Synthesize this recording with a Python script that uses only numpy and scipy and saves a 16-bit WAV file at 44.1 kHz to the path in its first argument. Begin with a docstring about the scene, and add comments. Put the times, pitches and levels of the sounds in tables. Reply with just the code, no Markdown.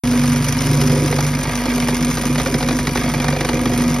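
"""Plate compactor on gravel

A small plate compactor is pushed over gravel in a garden. Its eccentric weight turns about 49 times a
second and forces plate and cover to drone. Once a turn the plate thumps and clatters on the stones;
twice a turn the drive rattles. The plate bounces and lands hard, more often in the second half.
Early on its edge scrapes along the stones, and one stone makes the steel ping."""
import sys
import numpy as np
from scipy import signal
from scipy.fft import rfft, irfft, next_fast_len
from scipy.io import wavfile
from scipy.ndimage import uniform_filter1d, map_coordinates

SR = 44100
rng = np.random.default_rng(int(sys.argv[2]) if len(sys.argv) > 2 else 0)


def write(x):
    x = np.atleast_2d(x).T
    wavfile.write(sys.argv[1], SR, np.round(np.clip(x, -1, 1) * 32767).astype(np.int16))


N = 176400
TIME = np.arange(N) / SR

def amp(db):
    """Amplitude ratio of a level in decibels."""
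    return 10 ** (np.asarray(db) / 20)

def unit(x):
    """Normalisation to an rms of 1."""
    return x / np.sqrt(np.mean(x ** 2) + 1e-20)

def along(points, hz):
    """Interpolation of (Hz, value) points on a logarithmic frequency axis."""
    knots_hz, values = np.transpose(points)
    return np.interp(np.log(hz + 1), np.log(knots_hz + 1), values)

def curve(rows):
    """Linear interpolation of (seconds, value) points at every sample."""
    return np.interp(TIME, *np.transpose(rows))

def wobble(rate):
    """Smooth random modulation: a spline through `rate` Gaussian values a second."""
    return map_coordinates(rng.standard_normal(int(N * rate / SR) + 4), [np.arange(N) * rate / SR])

def filtered(x, response):
    """Linear filtering: the spectrum is multiplied by a frequency response."""
    size = next_fast_len(N + SR // 2)
    return irfft(rfft(x, size) * response(np.fft.rfftfreq(size, 1 / SR)), size)[..., :N]

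def coloured(x, spectrum, size=4096):
    """Minimum-phase filtering at unit energy: folding the cepstrum makes the response causal."""
    cepstrum = irfft(np.log(amp(along(spectrum, np.fft.rfftfreq(size, 1 / SR)))))
    cepstrum[1:size // 2] *= 2
    cepstrum[size // 2 + 1:] = 0
    response = irfft(np.exp(rfft(cepstrum)))
    return signal.fftconvolve(x, response / np.linalg.norm(response))[:N]

def impulses(times, sizes):
    """Impulsive excitation: one spike per blow."""
    return np.bincount(np.clip(np.round(times * SR).astype(int), 0, N), sizes, N + 1)[:N]

def each_turn(turns, place, scatter_s, spread_db, limp_db=1.0):
    """Quasi-periodic impacts, `place` of the way through each turn, alternately weak and strong."""
    k = np.arange(int(turns[-1]))
    late, size = rng.standard_normal((len(k), 2)).T
    times = np.interp(k + place, turns, TIME) + scatter_s * late
    return impulses(times, amp(spread_db * np.clip(size, -2, 2) - limp_db * (-1) ** k))

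def bursts(blows, attack_s, t60_s, grit_db):
    """Incoherent summation: each blow starts a dying spray of tiny contacts whose powers add."""
    t = np.arange(SR // 8) / SR
    shape = (1 - np.exp(-t / attack_s)) * amp(-60 * t / t60_s)
    grit = unit(rng.standard_normal(N) * amp(grit_db * wobble(1500)))
    power = signal.fftconvolve(blows ** 2, (shape / shape.max()) ** 2)[:N]
    return grit * np.sqrt(np.abs(power))

def ring(blows, modes, vary_db):
    """Modal superposition: damped sinusoids, excited a little differently by every blow."""
    t = np.arange(SR // 4) / SR
    rung = np.zeros(N)
    for k, (hz, db, t60_s) in enumerate(modes):
        mode = (-1) ** k * amp(db - 60 * t / t60_s) * np.sin(2 * np.pi * hz * t)
        rung += signal.fftconvolve(blows * amp(vary_db * wobble(50)), mode)[:N]
    highpass = signal.butter(4, 62, "high", fs=SR, output="sos")
    return signal.sosfilt(highpass, rung) / np.sqrt(len(modes))

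# Tones of shaft and drive, and of rocking. Each row: multiple of the turning rate, relative level in dB.
SHAFT_TONES = [(1, -31.5), (20.05, -39.5)]
ROCKING_TONES = [(2, -5), (2.5, -3), (5.5, -10)]
# Envelopes of the rocking throb and the two drones. Each row: time in seconds, level in dB.
ROCKING_LEVEL = [(0, -27), (1.2, -24.5), (1.45, -34), (3.3, -29), (4, -31.5)]
PLATE_DRONE_LEVEL = [(0, -35), (.3, -19.5), (.58, -26.5), (.7, -19), (1.36, -22), (1.45, -37), (2.15, -45),
                     (2.32, -21.5), (2.75, -44), (3.33, -22), (3.5, -51), (4, -38)]
COVER_DRONE_LEVEL = [(0, -19), (.17, -15.5), (.38, -18.5), (.47, -30), (.57, -21.5), (.68, -35),
                     (.87, -18.5), (1.02, -24.5), (1.12, -26), (1.22, -25), (1.44, -28), (1.75, -19),
                     (2.1, -20.5), (2.21, -32.5), (2.34, -21.5), (2.45, -29.5), (2.75, -21), (2.84, -29.5),
                     (3.1, -22), (3.34, -27), (3.55, -23.5), (3.7, -22), (3.87, -15), (4, -27)]

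def drone(turns):
    """Forced vibration at multiples of the turning rate; rocking every second turn adds half orders."""
    def tone(order, drift_cycles, rate):
        return np.sqrt(2) * np.sin(2 * np.pi * (order * turns + drift_cycles * wobble(rate)))
    shaft = sum(amp(db) * tone(order, 0.00475 * order, 45) for order, db in SHAFT_TONES)
    throb = amp(curve(ROCKING_LEVEL)) * sum(amp(db) * tone(order, 0.072, 16) for order, db in ROCKING_TONES)
    plate = amp(curve(PLATE_DRONE_LEVEL)) * tone(3, 0.026, 9.5)
    cover = amp(curve(COVER_DRONE_LEVEL)) * tone(5, 0.013, 12)
    return shaft + throb + plate + cover

def steel(x, share=0.2, t60_s=0.035, count=130):
    """Dense resonance: a share of the power passes through the steel plate's short-lived modes."""
    t = np.arange(SR // 10) / SR
    offset, phase = rng.random((count, 2)).T
    hz = 700 + 6000 * (np.arange(count) + offset) / count
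    response = np.sin(2 * np.pi * (hz[:, None] * t + phase[:, None])).sum(0) * amp(-60 * t / t60_s)
    rung = unit(signal.fftconvolve(x, response)[:N]) * x.std()
    return np.sqrt(1 - share) * x + np.sqrt(share) * rung

# Spectrum of the clatter. Each row: frequency in Hz, relative level in dB.
CLATTER_SPECTRUM = [(150, -23), (300, 1.5), (600, 0.5), (800, -1.5), (980, 3.5), (1100, 0), (1230, 3.5),
                    (1400, -6.5), (1600, 0), (1800, -4.5), (2200, 0.5), (2750, -11.5), (4150, -8.5),
                    (6000, -18.5), (16000, -32)]
# Its envelope. Each row: time in seconds, relative level in dB.
CLATTER_LEVEL = [(0, -31), (1, -32), (1.7, -28), (2.15, -32), (2.85, -32.5), (3.05, -27), (3.3, -28.5),
                 (4, -30.5)]

def clatter(stones, gain_db=1.5):
    """Contact noise: brief collisions with stones excite the steel over a broad band."""
    return amp(curve(CLATTER_LEVEL) + gain_db) * unit(steel(coloured(stones, CLATTER_SPECTRUM)))

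# Modes of the frame. Each row: frequency in Hz, relative level in dB, 60 dB decay time in seconds.
FRAME_MODES = [(316.5, 1.5, 0.085), (400, -4.5, 0.13), (493.5, -1.5, 0.074), (534.4, -2, 0.097),
               (726, -11, 0.12)]
# Its envelope, swelling as the plate bears down. Each row: time in seconds, level in dB.
FRAME_LEVEL = [(0, -29), (.55, -35.5), (.68, -26.5), (.95, -23.5), (1.15, -26), (1.3, -33), (2.25, -30),
               (2.44, -26.5), (2.6, -28), (3.1, -29.5), (3.2, -27), (3.53, -24), (4, -29.5)]

def frame_ring(blows, stones):
    """Structure-borne sound: blows and stone contacts drive the frame's modes with equal power."""
    return amp(curve(FRAME_LEVEL)) * unit(ring(unit(blows) + unit(stones), FRAME_MODES, vary_db=3.0))

# Modes of plate and cover. Each row: frequency in Hz, relative level in dB, 60 dB decay time in seconds.
BODY_MODES = [(73, -3, 0.14), (123, 0, 0.16), (153.6, 4.5, 0.11), (228, 1.5, 0.083), (263.9, 1, 0.17)]
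# Envelope of the thumps. Each row: time in seconds, relative level in dB.
THUMP_LEVEL = [(0, -31.5), (.55, -29.5), (.75, -25), (1.2, -30.5), (1.6, -32), (2.42, -28), (4, -28.5)]

def thumps(blows, gain_db=4.5):
    """Free vibration: plate and cover ring in their low modes after each blow on the ground."""
    return amp(curve(THUMP_LEVEL) + gain_db) * unit(ring(blows, BODY_MODES, vary_db=4.5))

# Spectrum of bright metallic impacts. Each row: frequency in Hz, relative level in dB.
METAL_SPECTRUM = [(300, -24.5), (1200, 3.5), (2200, 1), (4500, -4), (5250, 1.5), (6400, 2), (7100, -3.5),
                  (8000, -13.5), (9050, -2), (9270, 8), (9450, -4.5), (11500, -5), (14000, -12.5)]
# Envelope of the rattle. Each row: time in seconds, relative level in dB.
RATTLE_LEVEL = [(0, -38), (.85, -35), (1.42, -40), (2.1, -36), (2.75, -39)]
RATTLE_PLACE = 0.45  # fraction of a turn

def drive_rattle(turns, gain_db=8.5, return_db=-3, return_turns=0.564):
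    """Backlash: the play in the drive closes twice a turn, more softly on the return."""
    forth = each_turn(turns, RATTLE_PLACE, scatter_s=0.00086, spread_db=2.5)
    back = each_turn(turns, RATTLE_PLACE + return_turns, scatter_s=0.0015, spread_db=2.5)
    rattle = bursts(forth + amp(return_db) * back, attack_s=0.0017, t60_s=0.042, grit_db=3.0)
    return amp(curve(RATTLE_LEVEL) + gain_db) * unit(coloured(rattle, METAL_SPECTRUM))

# Response of the scattered sound. Each row: frequency in Hz, gain in dB.
SCATTER_GAIN = [(200, -24), (500, -16), (1200, -25), (2500, -9), (5500, -8), (10500, -9), (14500, -15)]

def garden(x, t60_s=0.032, rumble_db=-57):
    """Diffuse scattering from paving and fences, different on each side, over a faint outdoor rumble."""
    t = np.arange(SR // 3) / SR
    tail = rng.standard_normal((2, len(t))) * amp(-60 * t / t60_s)
    echoes = signal.fftconvolve(x[None], tail / np.linalg.norm(tail[0]), axes=1)[:, :N]
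    shifting = np.sqrt(2) * np.cos(np.pi * np.array([wobble(40), wobble(40)]))
    rumble = unit(filtered(rng.standard_normal(N), lambda hz: 1 / (1 + (hz / 40) ** 2)))
    return filtered(echoes * shifting, lambda hz: amp(along(SCATTER_GAIN, hz))) + amp(rumble_db) * rumble

# Hard landings after a bounce. Each row: time in seconds, strength in dB.
LANDINGS = [(.238, -15), (0.8963, -15), (1.1244, -13), (1.1859, -12.5), (1.655, -17.5), (1.822, -21),
            (1.8848, -13), (2.171, -14), (2.236, -19.5), (2.3555, -14), (2.381, -14.5), (2.3987, -10.5),
            (2.4594, -11.5), (2.5412, -11.5), (2.6064, -14.5), (2.6267, -13.5), (2.686, -10), (2.7089, -14),
            (2.7878, -15), (2.8704, -10.5), (2.955, -13), (2.9721, -14), (3.137, -19), (3.199, -12),
            (3.2423, -12), (3.2834, -12), (3.3249, -15), (3.363, -16), (3.4077, -11), (3.4481, -11),
            (3.4887, -9), (3.5306, -20), (3.656, -11.5)]
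# Spectrum of their clack. Each row: frequency in Hz, relative level in dB.
CLACK_SPECTRUM = [(150, -21), (450, 5.5), (1100, 2.5), (2300, 4.5), (2800, -5), (4100, -2), (6200, -9),
                  (7600, -15), (10000, -17), (16000, -32)]

def landings(clack_db=-6, crack_db=-2, thud_db=-4.5, thud_lag_s=0.00302):
    """Nonlinear impact: clack and thud grow with the blow's strength, the bright crack with its square."""
    times, db = np.transpose(LANDINGS)
    clack = bursts(impulses(times, amp(db + clack_db)), attack_s=0.00052, t60_s=0.049, grit_db=2.5)
    crack = bursts(impulses(times, amp(2 * db + crack_db)), attack_s=0.00022, t60_s=0.026, grit_db=2.5)
    thud = impulses(times + thud_lag_s, amp(db + thud_db))
    strike = steel(coloured(clack, CLACK_SPECTRUM)) + coloured(crack, METAL_SPECTRUM)
    return strike + ring(thud, FRAME_MODES, vary_db=2.5) + 0.5 * ring(thud, BODY_MODES, vary_db=4.5)

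# Depth of the dip while the plate is airborne. Each row: time in seconds, attenuation in dB.
FLIGHT_DIP = [(1.7, 1), (2.15, 1.5), (3.45, 3), (3.7, 4)]

def ground_contact(flight_s=0.038):
    """Loss of contact: a gain that dips while the plate flies towards each landing."""
    until_landing = np.transpose(LANDINGS)[0][:, None] - TIME
    flying = ((until_landing > 0) & (until_landing < flight_s)).any(0)
    return amp(-curve(FLIGHT_DIP) * uniform_filter1d(flying.astype(float), size=160))

# Envelope of the scrape. Each row: time in seconds, level in dB.
SCRAPE_LEVEL = [(.4, -62), (.7, -38), (1.05, -42), (1.4, -60)]
# Its slightly sinking pitch. Each row: time in seconds, centre frequency in Hz.
SCRAPE_PITCH = [(.6, 5280), (1.1, 5100)]

def scrape(turns, width_hz=410):
    """Friction: the plate's edge grinds on the stones in narrow-band noise that swells twice a turn."""
    phase = 2 * np.pi * np.cumsum(curve(SCRAPE_PITCH)) / SR
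    band = wobble(width_hz) * np.sin(phase) + wobble(width_hz) * np.cos(phase)
    swell = 1 + 0.5 * np.cos(2 * np.pi * 2 * (turns - RATTLE_PLACE))
    return amp(curve(SCRAPE_LEVEL)) * unit(band * swell)

# A stone snapping against the steel. Each row: start in seconds, frequency in Hz, initial level in dB.
PINGS = [(0.588, 5550, -17)]

def stone_ping(t60_s=0.034, roughness=0.6):
    """Damped oscillation: one high mode of the struck steel, roughened by amplitude modulation."""
    rung = np.zeros(N)
    for start_s, hz, db in PINGS:
        age = np.maximum(TIME - start_s, 0)
        rung += amp(db - 60 * age / t60_s) * np.sin(2 * np.pi * hz * age)
    return rung * (1 + roughness * wobble(750))

# Phase difference between the sides. Each row: frequency in Hz, lead of the left in radians.
LEFT_LEAD = [(250, -.04), (550, -.15), (900, 0), (1950, 0), (2800, .7), (4400, .75), (4900, -.1),
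             (5400, .25), (7100, 2.9), (8200, 3.25), (10200, 6.2), (11600, 6.3), (13500, 9.1)]
# Level difference between the sides. Each row: frequency in Hz, left minus right in dB.
LEFT_BALANCE = [(50, -.3), (500, -1.1), (1500, -.3), (4400, -2.3), (5100, 2), (6200, 0)]

def stereo_response(hz):
    """Directional cues: level and phase differences, split evenly between left and right."""
    sides = np.array([[0.5], [-0.5]])
    return amp(sides * along(LEFT_BALANCE, hz)) * np.exp(1j * sides * along(LEFT_LEAD, hz))

# Speed of the eccentric weight. Each row: time in seconds, turns per second.
TURNING_RATE = [(0, 48.95), (.45, 48.3), (.85, 48.75), (1.5, 48.55), (2.6, 48.72), (3.05, 48.45),
                (4, 48.55)]

def scene():
    """Superposition: one shaft times drone and repeating blows; the garden scatters the contact noise."""
    turns = np.cumsum(curve(TURNING_RATE)) / SR
    contact = ground_contact()
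    blows = contact * each_turn(turns, place=0.74, scatter_s=0.001436, spread_db=1.5)
    stone_hits = each_turn(turns, place=0.543, scatter_s=0.0013, spread_db=0.94, limp_db=-0.5)
    stones = bursts(stone_hits, attack_s=0.0019, t60_s=0.08, grit_db=1)
    noise = contact * clatter(stones) + frame_ring(blows, contact * stones) + thumps(blows)
    noise += landings() + stone_ping() + scrape(turns)
    noise += np.sqrt(contact) * drive_rattle(turns)
    return filtered(noise + drone(turns), stereo_response) + garden(noise)

def record(dry, start_s=0.0357, rise_s=0.0015, top_hz=15800):
    """Gating and band limiting: an abrupt onset, then an ideal low-pass filter."""
    onset = np.clip((TIME - start_s) / rise_s, 0, 1)
    return filtered(dry * onset, lambda hz: hz < top_hz)

dry = scene()
out = record(dry)
write(out)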